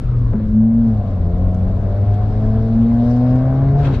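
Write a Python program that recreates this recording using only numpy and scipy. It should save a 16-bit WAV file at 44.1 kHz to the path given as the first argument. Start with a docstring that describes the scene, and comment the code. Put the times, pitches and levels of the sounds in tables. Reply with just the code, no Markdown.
"""A turbocharged four-cylinder engine, heard from inside the moving car. The throttle opens with a
driveline clunk, the revs sag as the clutch bites, then climb steadily while the exhaust booms and its
harmonics sweep through the cabin's resonances. At the end the throttle shuts and the turbo lets off
its pressure in two short puffs. Underneath, the road rumbles, wind and intake air rush, and loose
trim ticks and squeaks."""
import sys
import numpy as np
from scipy import signal
from scipy.io import wavfile

SR = 44100
rng = np.random.default_rng(int(sys.argv[2]) if len(sys.argv) > 2 else 0)


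def persist_wave(psi):
    """Save psi, clipped to +-1, as 16-bit WAV."""
    counts = np.round(np.clip(psi, -1, 1) * 32767).astype(np.int16)
    wavfile.write(sys.argv[1], SR, np.atleast_2d(counts).T)


N = 176400
TIME = np.arange(N) / SR


# Exhaust drone at the firing rate: time_s, level_db
DRONE_LEVEL = [(0, -63), (0.06, -28.5), (0.12, -15), (0.22, -16), (0.32, -20), (0.39, -27.5), (0.48, -21),
               (0.85, -19.5), (0.98, -17.5), (1.1, -19.5), (1.5, -18.5), (1.8, -17.5), (2.08, -15.5),
               (2.35, -17), (2.8, -19), (3.2, -16), (3.75, -13), (3.9, -16), (4, -27)]
# Exhaust boom an octave above it: time_s, level_db
BOOM_LEVEL = [(0, -54.5), (0.2, -66), (0.325, -47), (0.342, -17), (0.48, -22), (0.58, -10), (0.68, -12.5),
              (0.88, -13.5), (1.03, -32.5), (1.15, -25.5), (1.6, -23), (1.9, -32.5), (2.25, -31.5),
              (2.47, -20), (2.62, -22.5), (2.78, -13), (3.05, -15.5), (3.35, -16.5), (3.46, -23.5),
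              (3.68, -24), (3.8, -36), (3.92, -20), (4, -38)]
LOW_PAN_DB = 0.9

def exhaust(phase):
    """The firing pulses' two lowest harmonics fill the cabin, nearly pure."""
    drone = from_db(in_time(DRONE_LEVEL)) * partial(phase, roughness=0.075)
    boom = from_db(in_time(BOOM_LEVEL)) * partial(2 * phase, roughness=0.075)
    return pan(LOW_PAN_DB) * (drone + boom)


# Swells of harmonics 3 to 8 as they cross cabin resonances: time_s, level_db
HARMONIC_3 = [(0.0, -57), (0.36, -41.5), (1.0, -53), (1.24, -38), (2.12, -47), (2.6, -44), (3.44, -49),
              (3.76, -29.5), (4.0, -54)]
HARMONIC_4 = [(0.0, -49.5), (0.84, -43.5), (0.921, -39), (1.08, -55), (1.28, -40), (1.52, -47.5),
              (2.68, -32), (2.76, -40.5), (3.24, -33), (3.56, -38.5), (3.8, -45), (3.88, -38), (4.0, -59)]
HARMONIC_5 = [(0.0, -69.5), (0.6, -43.5), (1.081, -45.5), (1.279, -37.5), (1.759, -56.5), (1.88, -41.5),
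              (2.44, -46), (2.88, -50.5), (2.999, -33), (3.721, -35.5), (3.8, -26.5), (4.0, -76)]
HARMONIC_6 = [(0.0, -76.5), (0.919, -45.5), (1.44, -39), (1.639, -46), (1.84, -36), (2.08, -34.5),
              (2.24, -45), (2.56, -32), (2.88, -46.5), (2.959, -34), (3.6, -41), (3.761, -46.5),
              (3.92, -42), (4.0, -62)]
HARMONIC_7 = [(0.0, -74.5), (.9, -49), (1.04, -34.5), (1.15, -47.5), (1.5, -37.5), (1.64, -42.5),
              (2.201, -33.5), (2.48, -48), (2.84, -45.5), (3.521, -61.5), (3.84, -56), (4.0, -70)]
HARMONIC_8 = [(0, -78.5), (0.901, -58.5), (1.1, -48), (1.25, -41.5), (1.5, -40), (1.7, -47), (2.099, -48),
              (2.5, -59.5), (4, -66.5)]
MID_PAN_DB, PAN_WANDER_DB = 3.5, 2

def engine_harmonics(phase):
    """The engine's clean midrange: each harmonic swells in turn and wanders a little in the stereo image."""
    levels = (HARMONIC_3, HARMONIC_4, HARMONIC_5, HARMONIC_6, HARMONIC_7, HARMONIC_8)
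    out = 0
    for k, level in enumerate(levels, 3):
        tone = from_db(in_time(level)) * partial(k * phase, roughness=0.24)
        out = out + tone * pan(MID_PAN_DB + PAN_WANDER_DB * drift(rate_hz=1.1))
    return out


# Engine load, riding the growl's fader: time_s, gain_db
ENGINE_LOAD = [(0, -31), (.45, -18.5), (.62, -3.5), (.85, -8.5), (1, 2), (1.3, -4), (1.7, 1.5),
               (2.15, -4.5), (2.3, 0), (2.55, 1), (2.8, -7), (3.05, -1.5), (3.5, 5), (3.81, 1.5),
               (3.9, -11), (4, -20)]
# Tone shaping by exhaust and cabin: frequency_hz, gain_db
BODY_RESPONSE = [(200, -28), (265, -41.5), (310, -51.5), (370, -54.5), (430, -36), (470, -44.5),
                 (500, -37.5), (555, -35), (600, -37), (715, -40), (790, -43.5), (900, -61), (1030, -47),
                 (1300, -59), (2000, -70.5)]
UNEVEN_DB, HALF_ORDER_BOOST_DB, UPPER_DB = -14.5, 6.5, -6.5

def engine_growl(firing_hz, phase):
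    """Unequal cylinders add rough partials between the harmonics; the body colours these and the top."""
    def voice(k, gain_db, roughness):
        return from_db(gain_db + at_hz(BODY_RESPONSE, k * firing_hz)) * partial(k * phase, roughness)

    # Four firings make one cycle, so the uneven partials fall on quarters of the firing rate.
    uneven = sum(voice(k, UNEVEN_DB + (HALF_ORDER_BOOST_DB if k % 1 == 0.5 else 0), roughness=0.46)
                 for k in np.arange(2.25, 9, 0.25) if k % 1)
    upper = sum(voice(k, UPPER_DB, roughness=0.37) for k in range(9, 17))
    return (uneven + upper) * from_db(in_time(ENGINE_LOAD)) * pan(MID_PAN_DB)


# Driveline knocks as the throttle opens and shuts: peak_s, level_db, attack_s, decay_s
CLUNK_HITS = [(.334, -25, 0.003, 0.021), (.357, -32.5, .003, 0.0098), (0.403, -35, .008, .02),
              (3.876, -32, 0.0035, 0.034)]
# Dull colour of each knock: frequency_hz, density_db
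CLUNK_COLOUR = [(80, -8), (220, -2), (330, 1.5), (480, 1), (680, -8.5), (900, -18.5), (1300, -20.5),
                (2300, -33), (3200, -52.5), (5000, -61), (12000, -82.5)]
# Ring of the car body after a knock: pitch_hz, gain_db, t60_s
BODY_MODES = [(198, -11.5, 0.18), (335, -28.5, 0.044), (488, -30.5, 0.094), (688, -30.5, 0.088),
              (1000, -34, 0.05), (1250, -40.5, 0.045)]
RING_DRIVE_DB, MOUNT_CUTOFF_HZ = 23, 2100

def driveline_clunk(bands):
    """The driveline takes up its slack: each contact gives a noisy knock and sets the body ringing."""
    contacts = np.zeros(N) + 1e-18
    for peak_s, level_db, _, _ in CLUNK_HITS:
        contacts[int(peak_s * SR)] = from_db(level_db + RING_DRIVE_DB)
    rubber_mounts = signal.butter(2, MOUNT_CUTOFF_HZ, fs=SR, output="sos")
    softened = signal.sosfilt(rubber_mounts, contacts)
    ring = 0
    for pitch_hz, gain_db, t60_s in BODY_MODES:
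        radius, angle = from_db(-60 / (t60_s * SR)), 2 * np.pi * pitch_hz / SR
        poles = [1, -2 * radius * np.cos(angle), radius ** 2]
        ring = ring + from_db(gain_db) * signal.lfilter([0, np.sin(angle)], poles, softened)
    return ring * pan(LOW_PAN_DB) + bursts(CLUNK_HITS) * coloured(bands, CLUNK_COLOUR)


# Brief sizzle under boost: peak_s, level_db, attack_s, decay_s
BOOST_SIZZLE = [(3.11, -55, 0.068, 0.042)]
# Its thin, high colour: frequency_hz, density_db
SIZZLE_COLOUR = [(2500, -29.5), (4000, -17), (4700, 1.5), (5500, -3.5), (6300, -13.5), (12000, -36)]
# Pressure release, the first two bursts merging into one puff: peak_s, level_db, attack_s, decay_s
RELEASE_PUFFS = [(3.856, -33, 0.013, 0.013), (3.871, -39, .005, 0.015), (3.949, -37, 0.021, 0.02)]
# Airy colour of the puffs: frequency_hz, density_db
PUFF_COLOUR = [(400, -14), (900, -4), (1600, 9), (2200, 2.5), (3800, 2.5), (5000, -12), (7000, -11.5),
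               (9000, -28), (14000, -58)]
# Ring of the intake pipe: pitch_hz, width_hz, gain
PIPE_RESONANCES = [(1610, 45, .9), (2420, 74, 0.79), (2550, 61, 1.8), (2700, 57, 1.8), (3260, 280, 0.82),
                   (3860, 86, 2.1), (4350, 55, 1.1), (5600, 150, 1.2)]

def turbo_air(bands):
    """The turbo sizzles under boost, then its release puffs ring in the intake pipe."""
    sizzle = bursts(BOOST_SIZZLE) * coloured(bands, SIZZLE_COLOUR)
    pipe_air = unit_rms(resonate(coloured(bands, PUFF_COLOUR), PIPE_RESONANCES))
    return sizzle + bursts(RELEASE_PUFFS) * pipe_air


# Turbo spinning down before the throttle opens: time_s, pitch_hz, level_db
WHINE_GLIDE = [(0, 1370, -54), (0.11, 1282, -44), (0.168, 1221, -59.5), (.27, 1120, -46), (.32, 1061, -60),
               (.5, 987, -80.5)]

def turbo_whine():
    """A breathy, fluttering band of air noise falls in pitch as the turbo slows."""
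    time_s, pitch_hz, level_db = np.transpose(WHINE_GLIDE)
    flutter = 1 + 0.44 * drift(rate_hz=19)
    breath = narrow_noise(np.interp(TIME, time_s, pitch_hz), width_hz=42)
    return from_db(np.interp(TIME, time_s, level_db)) * unit_rms(flutter * breath)


# Sub-bass body shake and road rumble, their colours: frequency_hz, density_db
SHAKE_COLOUR = [(12, -15.5), (22, -9), (31, -2), (41, 0.5), (50, -2.5), (62, -13.5), (90, -27.5),
                (150, -55)]
RUMBLE_COLOUR = [(45, -16.5), (62, -4.5), (80, -1.5), (110, -0.5), (150, -11.5), (190, -12), (235, -9.5),
                 (300, -23), (450, -39), (900, -83.5)]
# Their fader moves: time_s, level_db
SHAKE_FADER = [(0, -20.5), (.35, -21), (.75, -26), (1.2, -22.5), (1.7, -22.5), (2.15, -27), (2.6, -20),
               (3.2, -30), (3.7, -31), (4, -26)]
RUMBLE_FADER = [(0, -23), (.4, -23.5), (.7, -27.5), (1.1, -23.5), (1.7, -23.5), (2.1, -24.5), (2.6, -25),
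                (3.2, -27.5), (3.75, -21), (4, -18.5)]

def road(bands):
    """The road rumbles through the car and shakes the body on its springs."""
    shake = from_db(in_time(SHAKE_FADER)) * coloured(bands, SHAKE_COLOUR)
    rumble = from_db(in_time(RUMBLE_FADER)) * coloured(bands, RUMBLE_COLOUR)
    return shake + rumble


# Midrange rush and bright air hiss, their colours: frequency_hz, density_db
RUSH_COLOUR = [(150, -4), (300, 0.5), (420, 1.5), (680, -3), (870, -12.5), (1050, -6), (1300, -13),
               (1600, -16.5), (2000, -23), (2600, -32), (3300, -41.5), (6000, -49), (14000, -77.5)]
HISS_COLOUR = [(1000, -8), (2000, 0), (2800, -1.5), (3800, 0), (5000, -7.5), (6500, -11.5), (8000, -16),
               (10000, -30), (14000, -55.5)]
# Their fader moves: time_s, level_db
RUSH_FADER = [(0, -39), (.28, -39.5), (.4, -38.5), (.55, -43), (.8, -40), (1.05, -40), (1.7, -38),
              (2.3, -35.5), (2.8, -36), (3.3, -32.5), (3.75, -32.5), (3.88, -25.5), (4, -33.5)]
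HISS_FADER = [(0, -55.5), (.15, -59.5), (.5, -61), (.65, -65), (.9, -58.5), (1.4, -60), (2.3, -55.5),
              (2.85, -56), (3.1, -53.5), (3.35, -54), (3.5, -57), (3.77, -56), (3.79, -48.5), (4, -53)]
# Narrow rings of glass and trim: pitch_hz, width_hz, gain
PANEL_RESONANCES = [(1060, 41, 0.17), (1542, 34, 1.1), (3500, 95, 0.22), (3805, 72, 0.51), (4600, 83, 0.37),
                    (5000, 70, 1.4), (5600, 69, 0.3)]
RUSH_THROB, HISS_THROB = 0.18, 0.065

def air_rush(bands, phase):
    """Wind, tyres and intake make a rush and hiss that throb with the firings and ring in the panels."""
    rush = from_db(in_time(RUSH_FADER)) * coloured(noise_bands(), RUSH_COLOUR)
    hiss = from_db(in_time(HISS_FADER)) * coloured(bands, HISS_COLOUR)
    throb = np.sin(phase)
    return resonate(rush * (1 + RUSH_THROB * throb) + hiss * (1 + HISS_THROB * throb), PANEL_RESONANCES)


# Dry trim ticks and soft cabin rustles: peak_s, level_db, attack_s, decay_s
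TRIM_TICKS = [(.742, -58.5, .002, 0.0059), (.877, -57, .004, .01), (1.108, -65.5, 0.0036, 0.0073),
              (1.383, -56, .001, 0.0027), (1.547, -52.5, .002, 0.0053), (1.76, -66.5, .002, 0.0055),
              (2.09, -62, .001, 0.0048), (2.141, -47, 0.0017, 0.0046), (2.215, -65, .004, .006),
              (2.32, -67, .001, 0.0055), (2.813, -67, .001, 0.0046), (3.164, -54, .001, 0.0059),
              (3.358, -50, .001, .005)]
CABIN_RUSTLES = [(.02, -62, .02, 0.016), (.19, -68.5, .035, 0.033), (.495, -65.5, .03, 0.038),
                 (1.11, -71, .012, .015), (1.52, -74, .03, .03)]
# Their crisp colours: frequency_hz, density_db
TICK_COLOUR = [(800, -6.5), (2000, -5.5), (4000, -4.5), (6000, -4), (8500, -15), (14000, -30)]
RUSTLE_COLOUR = [(2500, -11), (4500, 2.5), (7000, -3), (9000, -4.5), (12000, -10.5), (14000, -24)]
# Thin squeaks: peak_s, pitch_hz, level_db, attack_s, decay_s
TRIM_SQUEAKS = [(3.078, 3850, -55, 0.036, .017), (3.11, 5400, -65, .04, .03),
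                (3.12, 5570, -59.5, 0.031, .014), (3.14, 4600, -58, .06, .011),
                (3.267, 3850, -56, .004, .008), (3.297, 3850, -61, 0.019, .018)]
CHATTER_PER_S, CHATTER_MIN_DB, CHATTER_SPREAD_DB, CHATTER_DECAY_S = 9, -76, 5, 0.0044

def loose_trim(bands):
    """Loose trim ticks, chatters faintly at random, rustles and squeaks."""
    touches = rng.random(N) < CHATTER_PER_S / SR
    strength = from_db(CHATTER_MIN_DB + CHATTER_SPREAD_DB * np.minimum(rng.exponential(1, N), 3))
    chatter = signal.lfilter([1], [1, -np.exp(-1 / (CHATTER_DECAY_S * SR))], touches * strength + 1e-18)
    ticks = (bursts(TRIM_TICKS) + chatter) * coloured(bands, TICK_COLOUR)
    rustles = bursts(CABIN_RUSTLES) * coloured(bands, RUSTLE_COLOUR)
    squeaks = 0
    for peak_s, pitch_hz, level_db, attack_s, decay_s in TRIM_SQUEAKS:
        stereo_tone = np.array([narrow_noise(pitch_hz, width_hz=55) for _ in range(2)])
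        squeaks = squeaks + bursts([(peak_s, level_db, attack_s, decay_s)]) * stereo_tone
    return ticks + rustles + squeaks


# Stereo image of the noise, mono (1 and above) in the bass and wide on top: frequency_hz, likeness
STEREO_LIKENESS = [(100, 1.52), (250, 1.2), (500, 1.2), (1000, 0.5), (2000, 0.52), (4000, 0.1),
                   (8000, -0.35)]
# Its lean to the left: frequency_hz, left_minus_right_db
STEREO_BALANCE = [(30, 2.9), (120, 1.4), (300, 2.5), (600, 7.9), (1100, 2), (2200, 4.7), (4000, 1.7),
                  (8000, 0.81)]
FLICKER_DB = 1.62

def noise_bands():
    """Third-octave bands of stereo noise, each with its own flicker, width and pan: (centre_hz, band)."""
    edges_hz = 14 * 2 ** (np.arange(31) / 3)
    white, bands = rng.standard_normal((2, 2, N + SR // 2)), []
    for k, (low_hz, high_hz) in enumerate(zip(edges_hz, edges_hz[1:])):
        bandpass = signal.butter(3, [low_hz, high_hz], "band", fs=SR, output="sos")
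        mid, side = signal.sosfilt(bandpass, white[k % 2])[:, -N:]
        centre_hz = np.sqrt(low_hz * high_hz)
        likeness = np.clip(at_hz(STEREO_LIKENESS, centre_hz), -1, 0.999)
        pair = np.sqrt(1 + likeness) * mid + np.sqrt(1 - likeness) * side * [[1], [-1]]
        flicker = from_db(FLICKER_DB * drift(rate_hz=14))
        bands.append((centre_hz, pair * pan(at_hz(STEREO_BALANCE, centre_hz)) * flicker))
    return bands


def coloured(bands, colour):
    """Mix the bands to a colour curve, reaching up to an octave past its ends; rms 1."""
    low_hz, high_hz = colour[0][0] / 2, colour[-1][0] * 2
    return unit_rms(sum(from_db(at_hz(colour, hz)) * band for hz, band in bands if low_hz < hz < high_hz))


def partial(phase, roughness, waver_hz=9.7):
    """One engine partial, wavering in strength and phase; rms about 1."""
    phase = phase + rng.uniform(0, 2 * np.pi)
    tone = (1 + roughness * drift(waver_hz)) * np.sin(phase)
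    jitter = roughness * drift(waver_hz) * np.cos(phase)
    return np.sqrt(2 / (1 + 2 * roughness ** 2)) * (tone + jitter)


def narrow_noise(pitch_hz, width_hz):
    """An unsteady tone around a held or gliding pitch; rms 1."""
    phase = 2 * np.pi * np.cumsum(pitch_hz * np.ones(N)) / SR
    return unit_rms(drift(width_hz) * np.sin(phase) + drift(width_hz) * np.cos(phase))


def resonate(x, resonances):
    """Add the ringing of a few narrow resonances."""
    return x + sum(gain * signal.lfilter(*signal.iirpeak(hz, hz / width_hz, fs=SR), x)
                   for hz, width_hz, gain in resonances)


def bursts(events):
    """Envelope of events that swell to a peak and die away, summed in power."""
    power = 0
    for peak_s, level_db, attack_s, decay_s in events:
        shape = np.exp(-np.maximum((peak_s - TIME) / attack_s, (TIME - peak_s) / decay_s))
        power = power + (from_db(level_db) * shape) ** 2
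    return np.sqrt(power)


def drift(rate_hz):
    """Smooth random modulation, mostly slower than rate_hz; rms about 1."""
    hop, settle = 40, 2000
    pole = np.exp(-2 * np.pi * hop * rate_hz / SR)
    white = rng.standard_normal(N // hop + settle + 2)
    slow = signal.lfilter([1], [1, -2 * pole, pole * pole], white)[settle:]
    return np.interp(np.arange(N) / hop, np.arange(len(slow)), unit_rms(slow))


def in_time(curve):
    """Read a time curve at every sample."""
    return np.interp(TIME, *np.transpose(curve))


def at_hz(curve, hz):
    """Read a curve on a log-frequency axis."""
    frequency_hz, value = np.transpose(curve)
    return np.interp(np.log(hz), np.log(frequency_hz), value)


def pan(left_minus_right_db):
    """Left and right gains for a level difference."""
    return from_db(np.array([[0.5], [-0.5]]) * left_minus_right_db)


def from_db(db):
    """Decibels to gain."""
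    return 10 ** (np.asarray(db) / 20)


def unit_rms(x):
    """Scale to rms 1."""
    return x / np.sqrt(np.mean(x ** 2) + 1e-20)


# The revs, sagging, climbing and dropping at the end: time_s, firing_hz
ENGINE_REVS = [(0.0, 130.0), (0.07, 123.0), (0.2, 119.8), (0.3, 113.2), (0.4, 107.8), (0.5, 106.6),
               (0.62, 110.7), (0.8, 115.9), (0.9, 111.9), (1.0, 102.6), (1.1, 94.7), (1.2, 88.1),
               (1.28, 85.4), (1.39, 90.6), (1.5, 90.5), (1.75, 94.7), (2.0, 99.7), (2.5, 108.9),
               (2.9, 116.2), (3.3, 125.7), (3.6, 134.4), (3.82, 142.1), (3.91, 134.6), (4.0, 122.0)]

def scene():
    """The full mix: the revs drive the engine's tones and the throb of the air."""
    firing_hz = in_time(ENGINE_REVS)
    phase = 2 * np.pi * np.cumsum(firing_hz) / SR
    event_bands = noise_bands()
    engine = exhaust(phase) + engine_harmonics(phase) + engine_growl(firing_hz, phase)
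    bed_bands = noise_bands()
    bed = road(bed_bands) + air_rush(bed_bands, phase)
    turbo = turbo_whine() + turbo_air(event_bands)
    return engine + driveline_clunk(event_bands) + turbo + bed + loose_trim(event_bands)


def record(dry):
    """A steep low-pass takes off the very top, 70 dB down from 14.4 kHz."""
    return signal.sosfilt(signal.cheby2(12, 70, 14400, fs=SR, output="sos"), dry)


dry = scene()
out = record(dry)
persist_wave(out)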